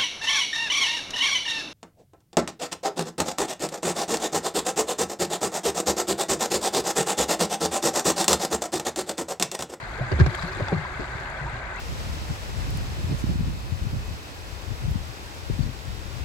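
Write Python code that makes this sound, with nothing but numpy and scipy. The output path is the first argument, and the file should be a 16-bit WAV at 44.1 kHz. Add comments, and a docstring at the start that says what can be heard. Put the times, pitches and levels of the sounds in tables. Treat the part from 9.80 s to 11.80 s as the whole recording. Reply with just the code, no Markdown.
"""Inflatable kayak on a fast river

An inflatable kayak drifts down a fast river, heard from a phone held over the bow.
Trapped air thuds under the hull as gliding sines, wavelets slap it as bursts of coloured noise,
and cavities gurgle. Spray, drips and ticks are ringing droplets and bright noise.
Behind them the current rushes as flickering noise with bubbles, and the hull rumbles."""
import sys
import numpy as np
from scipy import signal
from scipy.fft import rfft, irfft
from scipy.io import wavfile
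from scipy.ndimage import uniform_filter1d

SR = 44100
rng = np.random.default_rng(int(sys.argv[2]) if len(sys.argv) > 2 else 0)


def pcm_store(signal):
    """Save signal as 16-bit PCM."""
    levels = np.round(np.clip(np.atleast_2d(signal), -1, 1) * 32767)
    wavfile.write(sys.argv[1], SR, levels.astype(np.int16).T)


N = 88200  # two seconds of samples

SPLASH_LIKENESS = 0.12  # correlation of left and right in splash, fizz and ticks


def undb(db):
    """Amplitude ratio: twenty decibels make a factor of ten."""
    return 10 ** (np.asarray(db) / 20)


def unit(x):
    """Normalisation: scale to an rms of 1."""
    return x / np.sqrt(np.mean(x ** 2))


def by_freq(points, column=1):
    """Logarithmic pitch: interpolate a table's column over log frequency, onto the spectrum's bins."""
    p = np.array(points, float)
    hz = np.maximum(np.fft.rfftfreq(2 * N, 1 / SR), 1)
    return np.interp(np.log(hz), np.log(p[:, 0]), p[:, column])


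def by_time(points):
    """Envelope: gain that follows (s, dB) points, straight in decibels."""
    p = np.array(points, float)
    return undb(np.interp(np.arange(N) / SR, p[:, 0], p[:, 1]))


def colour(x, points, column=1):
    """Minimum-phase filtering: a causal filter with the given (Hz, dB) response."""
    cepstrum = irfft(np.log(undb(by_freq(points, column))))
    # folding the cepstrum onto positive times makes the response causal
    cepstrum[1:N] *= 2
    cepstrum[N + 1:] = 0
    response = np.exp(rfft(cepstrum))
    return irfft(rfft(x, 2 * N) * response)[..., :N]


def pair(likeness):
    """Interchannel correlation: left and right white noise share a middle part and differ by a side part."""
    c = np.clip(likeness, 0, 1)
    mid, side = rfft(rng.standard_normal((2, 2 * N)))
    mid = mid * np.sqrt((1 + c) / 2)
    side = side * np.sqrt((1 - c) / 2)
    return irfft(np.array([mid + side, mid - side]))[:, :N]


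def walk(rate):
    """Slow modulation: random steps, about rate per second, smoothed twice and scaled to rms 1."""
    k = max(int(SR / rate), 2)
    steps = np.repeat(rng.standard_normal(N // k + 1), k)
    smooth = uniform_filter1d(uniform_filter1d(steps, k), k)
    return unit(smooth[:N])


def since(start):
    """Local time: seconds since a moment, zero before it."""
    return np.maximum(np.arange(N) / SR - start, 0)


def strike(t, rise, decay):
    """Damped excitation: quick rise, exponential fall."""
    return (1 - np.exp(-t / rise)) * np.exp(-t / decay)


def add(out, start, sound):
    """Superposition: mix a short sound in at a time."""
    i = int(np.clip(start * SR, 0, N - 1))
    out[:, i:i + sound.shape[-1]] += sound[..., :N - i]


def thuds():
    """Cavity resonance: trapped air rings with a sliding, wobbling pitch as the pocket spreads; the skin flutters."""
    # Air pockets under the hull. 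Each row: start in seconds, first and last pitch in Hz,
    # level in dB, decay in seconds, left minus right in dB.
    pockets = [(0.207, 138, 119.6, -18, 0.028, -2.5), (.321, 155, 62.4, -16, 0.06, -1.5),
               (0.3997, 156, 114, -6.5, 0.0097, 7.5), (0.411, 117.4, 64, -3.5, 0.02, -5.5),
               (.468, 168, 103.6, -16, 0.022, 1.5), (0.634, 160, 163, -20.5, 0.018, 3),
               (0.751, 119, 98, -26.5, 0.019, 5), (0.817, 134, 85.6, -16, 0.015, 0),
               (0.927, 196, 145.8, -15.5, 0.034, 1.5), (.964, 122, 72.6, -16, 0.0097, 1),
               (1.351, 116, 66.4, -16, 0.0058, 2), (1.611, 138, 144.7, -29.5, 0.035, -2),
               (1.653, 137, 112, -26.5, 0.012, -2), (1.728, 147, 117.5, -26, 0.03, -4)]
    # Colour of the skin's flutter. Each row: frequency in Hz, relative level in dB.
    flutter_colour = [(30, -20.5), (70, -1), (160, 3.5), (230, -2.5), (390, -5), (470, -37), (650, -13.5),
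                      (2000, -43), (8000, -64)]
    rise_s, sag_s = 0.0028, 0.016  # time constants of the onset and of the pitch slide
    flutter_gain, flutter_likeness = .22, .21
    wobble = 1 + .055 * walk(150)
    ring, swell = 0, 0
    for start, first_hz, last_hz, db, decay, pan_db in pockets:
        t = since(start)
        hz = (last_hz + (first_hz - last_hz) * np.exp(-t / sag_s)) * wobble
        side_db = pan_db * np.array([[.5], [-.5]])
        env = undb(db + side_db) * strike(t, rise_s, decay)
        phase = 2 * np.pi * np.cumsum(hz * (t > 0)) / SR
        ring = ring + env * np.sin(phase)
        swell = swell + env
    flutter = unit(colour(pair(flutter_likeness), flutter_colour))
    return ring + flutter_gain * swell * flutter


def slaps():
    """Impact noise: each wavelet gives a hollow slosh and a brighter splash that breaks into droplet clusters."""
    # Wavelets on the bow. 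Each row: start in seconds, slosh level in dB, splash level in dB, decay in seconds.
    wavelets = [(0.193, -30.5, -69, 0.022), (0.315, -17.5, -24, 0.009), (.388, -23, -24, 0.013),
                (0.3986, -16, -17.5, 0.0019), (0.4045, -16, -29, 0.0097), (0.4613, -18.5, -23, 0.0087),
                (0.543, -51, -24, 0.0058), (0.623, -55, -24.5, 0.0087), (0.795, -24.5, -40, 0.023),
                (.8832, -21, -9.5, .0015), (0.9203, -21, -45, 0.015), (0.927, -17.5, -40, 0.0043),
                (1.194, -25.5, -32, 0.028)]
    # Colours of the two parts. Each row: frequency in Hz, relative level in dB.
    slosh_colour = [(100, -11.5), (200, -0.5), (265, -2), (310, -0.5), (390, 1), (470, -7), (620, -6),
                    (1200, -22), (2500, -22.5), (14000, -77)]
    splash_colour = [(300, -23.5), (900, 1), (1700, 2), (2600, -6), (4600, -6), (5500, -7.5), (8000, -23.5),
                     (15000, -55)]
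    rise_s, slosh_likeness = .0012, .44
    grain_db, grains_per_s = 4, 700
    slosh_env, splash_env = 0, 0
    for start, slosh_db, splash_db, decay in wavelets:
        env = strike(since(start), rise_s, decay)
        slosh_env = slosh_env + undb(slosh_db) * env
        splash_env = splash_env + undb(splash_db) * env
    grainy = pair(SPLASH_LIKENESS) * undb(grain_db * walk(grains_per_s))
    slosh = slosh_env * unit(colour(pair(slosh_likeness), slosh_colour))
    splash = splash_env * unit(colour(grainy, splash_colour))
    return slosh + splash


def gurgles():
    """Gliding resonance: larger cavities beside the boat ring briefly, unsteady in pitch and strength."""
    # Single gurgles and plops. Each row: start in seconds, first and last pitch in Hz,
    # length in seconds, level in dB.
    cavities = [(0.169, 390, 588, 0.054, -32.5), (0.202, 513, 830, 0.039, -30.5),
                (0.313, 341, 590, 0.032, -25), (0.4055, 1782, 1660, 0.0066, -15),
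                (0.436, 960, 890, 0.019, -36), (0.51, 340, 386, 0.052, -35),
                (0.581, 1082, 1464, 0.021, -29.5), (0.663, 370, 372, 0.067, -36.5),
                (.767, 327, 363, .023, -33), (.787, 436, 650, 0.034, -29.5),
                (0.868, 978, 705, 0.0712, -32.5), (1.044, 991, 1040, 0.021, -32.5),
                (1.378, 350, 503, 0.02, -39), (1.656, 825, 1040, 0.04, -32),
                (1.947, 1950, 1980, 0.026, -37), (1.98, 2550, 2710, 0.012, -31.5)]
    waver, rough_db = .027, 2  # rms unsteadiness of pitch (fraction) and level (dB)
    out = np.zeros((2, N))
    for start, first_hz, last_hz, length, db in cavities:
        u = np.clip(since(start) / length, 0, 1)  # progress, 0 to 1
        hz = first_hz * (last_hz / first_hz) ** u * (1 + waver * walk(250))
        env = undb(db + rough_db * walk(250)) * np.sin(np.pi * u)
        out += env * np.sin(2 * np.pi * np.cumsum(hz) / SR)
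    return out


def drips():
    """Bubble resonance: a nearer drop leaves one tiny ringing bubble as it lands."""
    # Nearer drops. Each row: start in seconds, pitch in Hz, level in dB.
    drop_table = [(0.318, 4590, -24), (.548, 3220, -22.5), (.594, 3960, -24.5), (.679, 4290, -27.5),
                  (.724, 4980, -31), (.884, 3520, -27), (1.764, 4060, -34), (1.962, 6500, -34)]
    decay_cycles = 11
    out = np.zeros((2, N))
    for start, hz, db in drop_table:
        t = since(start)
        env = undb(db) * strike(t, 1 / hz, decay_cycles / hz)
        out += env * np.sin(2 * np.pi * hz * t)
    return out


def ticks():
    """Transient noise: single fine droplets burst on the bow with a short, bright tick."""
    # Droplets on the bow. Each row: start in seconds, level in dB.
    bursts = [(.464, -34), (.551, -26.5), (.602, -39), (.616, -35), (0.658, -39), (0.677, -33), (0.75, -33),
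              (1.401, -36), (1.501, -37), (1.959, -36)]
    # Colour of a tick. Each row: frequency in Hz, relative level in dB.
    tick_colour = [(1500, -10), (6500, 0), (13000, -7), (16000, -22)]
    decay_s = .0016
    env = sum(undb(db) * strike(since(start), decay_s / 10, decay_s) for start, db in bursts)
    return env * unit(colour(pair(SPLASH_LIKENESS), tick_colour))


def bubbles(low_hz, high_hz, cycles, spread_db, count):
    """Bubble resonance: many small bubbles ring and rise in pitch, scattered left and right."""
    glide = 0.134  # pitch rises by twice this fraction over a bubble's life
    out = np.zeros((2, N))
    for when, pitch, size, life, place, lag in rng.random((count, 6)):
        hz = low_hz * (high_hz / low_hz) ** pitch
        decay = cycles * (.5 + life) / hz
        # computed until the decay has fallen by 40 dB
        t = np.arange(int(np.log(100) * decay * SR) + 2) / SR
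        phase = 2 * np.pi * hz * t * (1 + glide * t / t[-1])
        # many weak bubbles, few strong ones; gain in proportion to pitch
        gain = undb(-spread_db * np.log(1 - .98 * size)) * hz
        left = np.sqrt(place) * np.sin(phase)
        right = np.sqrt(1 - place) * np.sin(phase + np.pi * (lag - .5))
        add(out, when * N / SR, gain * strike(t, .5 / hz, decay) * np.array([left, right]))
    return out


def spray():
    """Summed droplet impacts: fine droplets patter on the water and their foam fizzes, strongest near 0.6 s."""
    # Level of the falling spray. Each row: time in seconds, level in dB.
    spray_level = [(0, -46.5), (.3, -50), (.52, -44.5), (.59, -39.5), (.66, -41.5), (.71, -45),
                   (.76, -42.5), (.86, -49.5), (1.2, -47.5), (1.42, -48.5), (1.85, -68), (1.97, -47.5)]
    # Colour of droplets and fizz. Each row: frequency in Hz, relative level in dB.
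    spray_colour = [(800, -13), (2000, -3.5), (4000, 8), (6500, -2), (9000, -8), (13000, -9.5),
                    (16000, -26)]
    fizz_db = -4  # relative to the droplets
    patter = bubbles(2040, 14700, cycles=3, spread_db=2.8, count=2600)
    patter = unit(colour(patter, spray_colour))
    fizz = unit(colour(pair(SPLASH_LIKENESS), spray_colour))
    return unit(patter + undb(fizz_db) * fizz) * by_time(spray_level)


def current():
    """Turbulence noise: the wash of the whole river flickers octave by octave, with nearer bubbles on top."""
    # Colour of the open current. Each row: frequency in Hz, relative level in dB.
    current_colour = [(100, -8), (220, -2), (400, -1), (700, 0.87), (1100, 0.2), (1500, 1), (2300, -5),
                      (4400, -14), (8000, -23), (15500, -37)]
    # Likeness of left and right. Each row: frequency in Hz, correlation from 0 to 1.
    wash_likeness = [(200, 0.71), (640, 0.84), (1100, 0.82), (1500, 0.16), (3100, 0.095), (7000, 0.073),
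                     (15000, .05)]
    # Strength of the current over time. Each row: time in seconds, relative level in dB.
    flow = [(0, -0.5), (.3, 1.5), (.6, 2), (.9, 2), (1.1, 0.5), (1.4, 1.5), (1.7, 1.5), (1.9, 0), (2, 0)]
    rush_db, bubble_db = -36.5, -42  # rms before the flow's rise and fall
    wash = rfft(colour(pair(by_freq(wash_likeness)), current_colour), 2 * N)
    octave = np.log2(np.maximum(np.fft.rfftfreq(2 * N, 1 / SR), 100) / 100)  # octaves above 100 Hz
    rush = 0
    for k in range(9):
        # triangular bands that overlap and sum to one
        band = irfft(wash * np.maximum(1 - abs(octave - k), 0))[:, :N]
        flicker_db = 0.73 * walk(16.0) + 0.16 * walk(80)
        rush = rush + band * undb(flicker_db)
    near = bubbles(329.7, 8270, cycles=9.2, spread_db=2.6, count=1100)
    near = colour(near, current_colour)
    return (undb(rush_db) * unit(rush) + undb(bubble_db) * unit(near)) * by_time(flow)


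def rumble():
    """Flow-induced noise: low, steady buffeting as water pushes along the soft hull."""
    # Colour of the buffeting. Each row: frequency in Hz, relative level in dB.
    rumble_colour = [(15, -37), (30, -2.5), (58, 6.5), (90, -2), (135, -3.5), (220, -21), (500, -47),
                     (4000, -81)]
    likeness, level_db = .91, -40
    return undb(level_db) * unit(colour(pair(likeness), rumble_colour))


def scene():
    """Superposition: river and boat together."""
    return current() + rumble() + thuds() + slaps() + gurgles() + spray() + drips() + ticks()


def record(dry):
    """Transducer response: each microphone has its own resonances, the right one duller; the top is cut."""
    # The phone's two microphones. Each row: frequency in Hz, left response in dB, right response in dB.
    microphones = [(71, 1.5, 2), (149, 3, -1.5), (260, -4, -3.5), (388, -1, 0.5), (472, -5, -9.5),
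                   (515, -0.5, -3), (980, -1.5, -1), (1422, 0, -2.5), (1580, 4.5, 7.5), (1598, 0.5, 8),
                   (2000, 5.5, -12), (2053, 6.5, -8.5), (3030, -7, -12.5), (3210, -3, -22.5),
                   (4040, -1.5, -11), (4450, -1, -22), (4850, -3.5, -5.5), (5270, -8.5, -20.5),
                   (7230, 0, -8), (7900, -0.5, -14.5), (9150, -8.5, -10.5), (10810, -1, -40),
                   (11000, -20, -52), (12800, -5, -14.5), (15500, -5, -58)]
    top_hz = 15750
    heard = np.array([colour(dry[k], microphones, column=k + 1) for k in range(2)])
    # low-pass of order 10: 0.2 dB passband ripple, 80 dB stopband loss
    low_pass = signal.ellip(10, .2, 80, top_hz, fs=SR, output="sos")
    return signal.sosfilt(low_pass, heard)


dry = scene()
out = record(dry)
pcm_store(out)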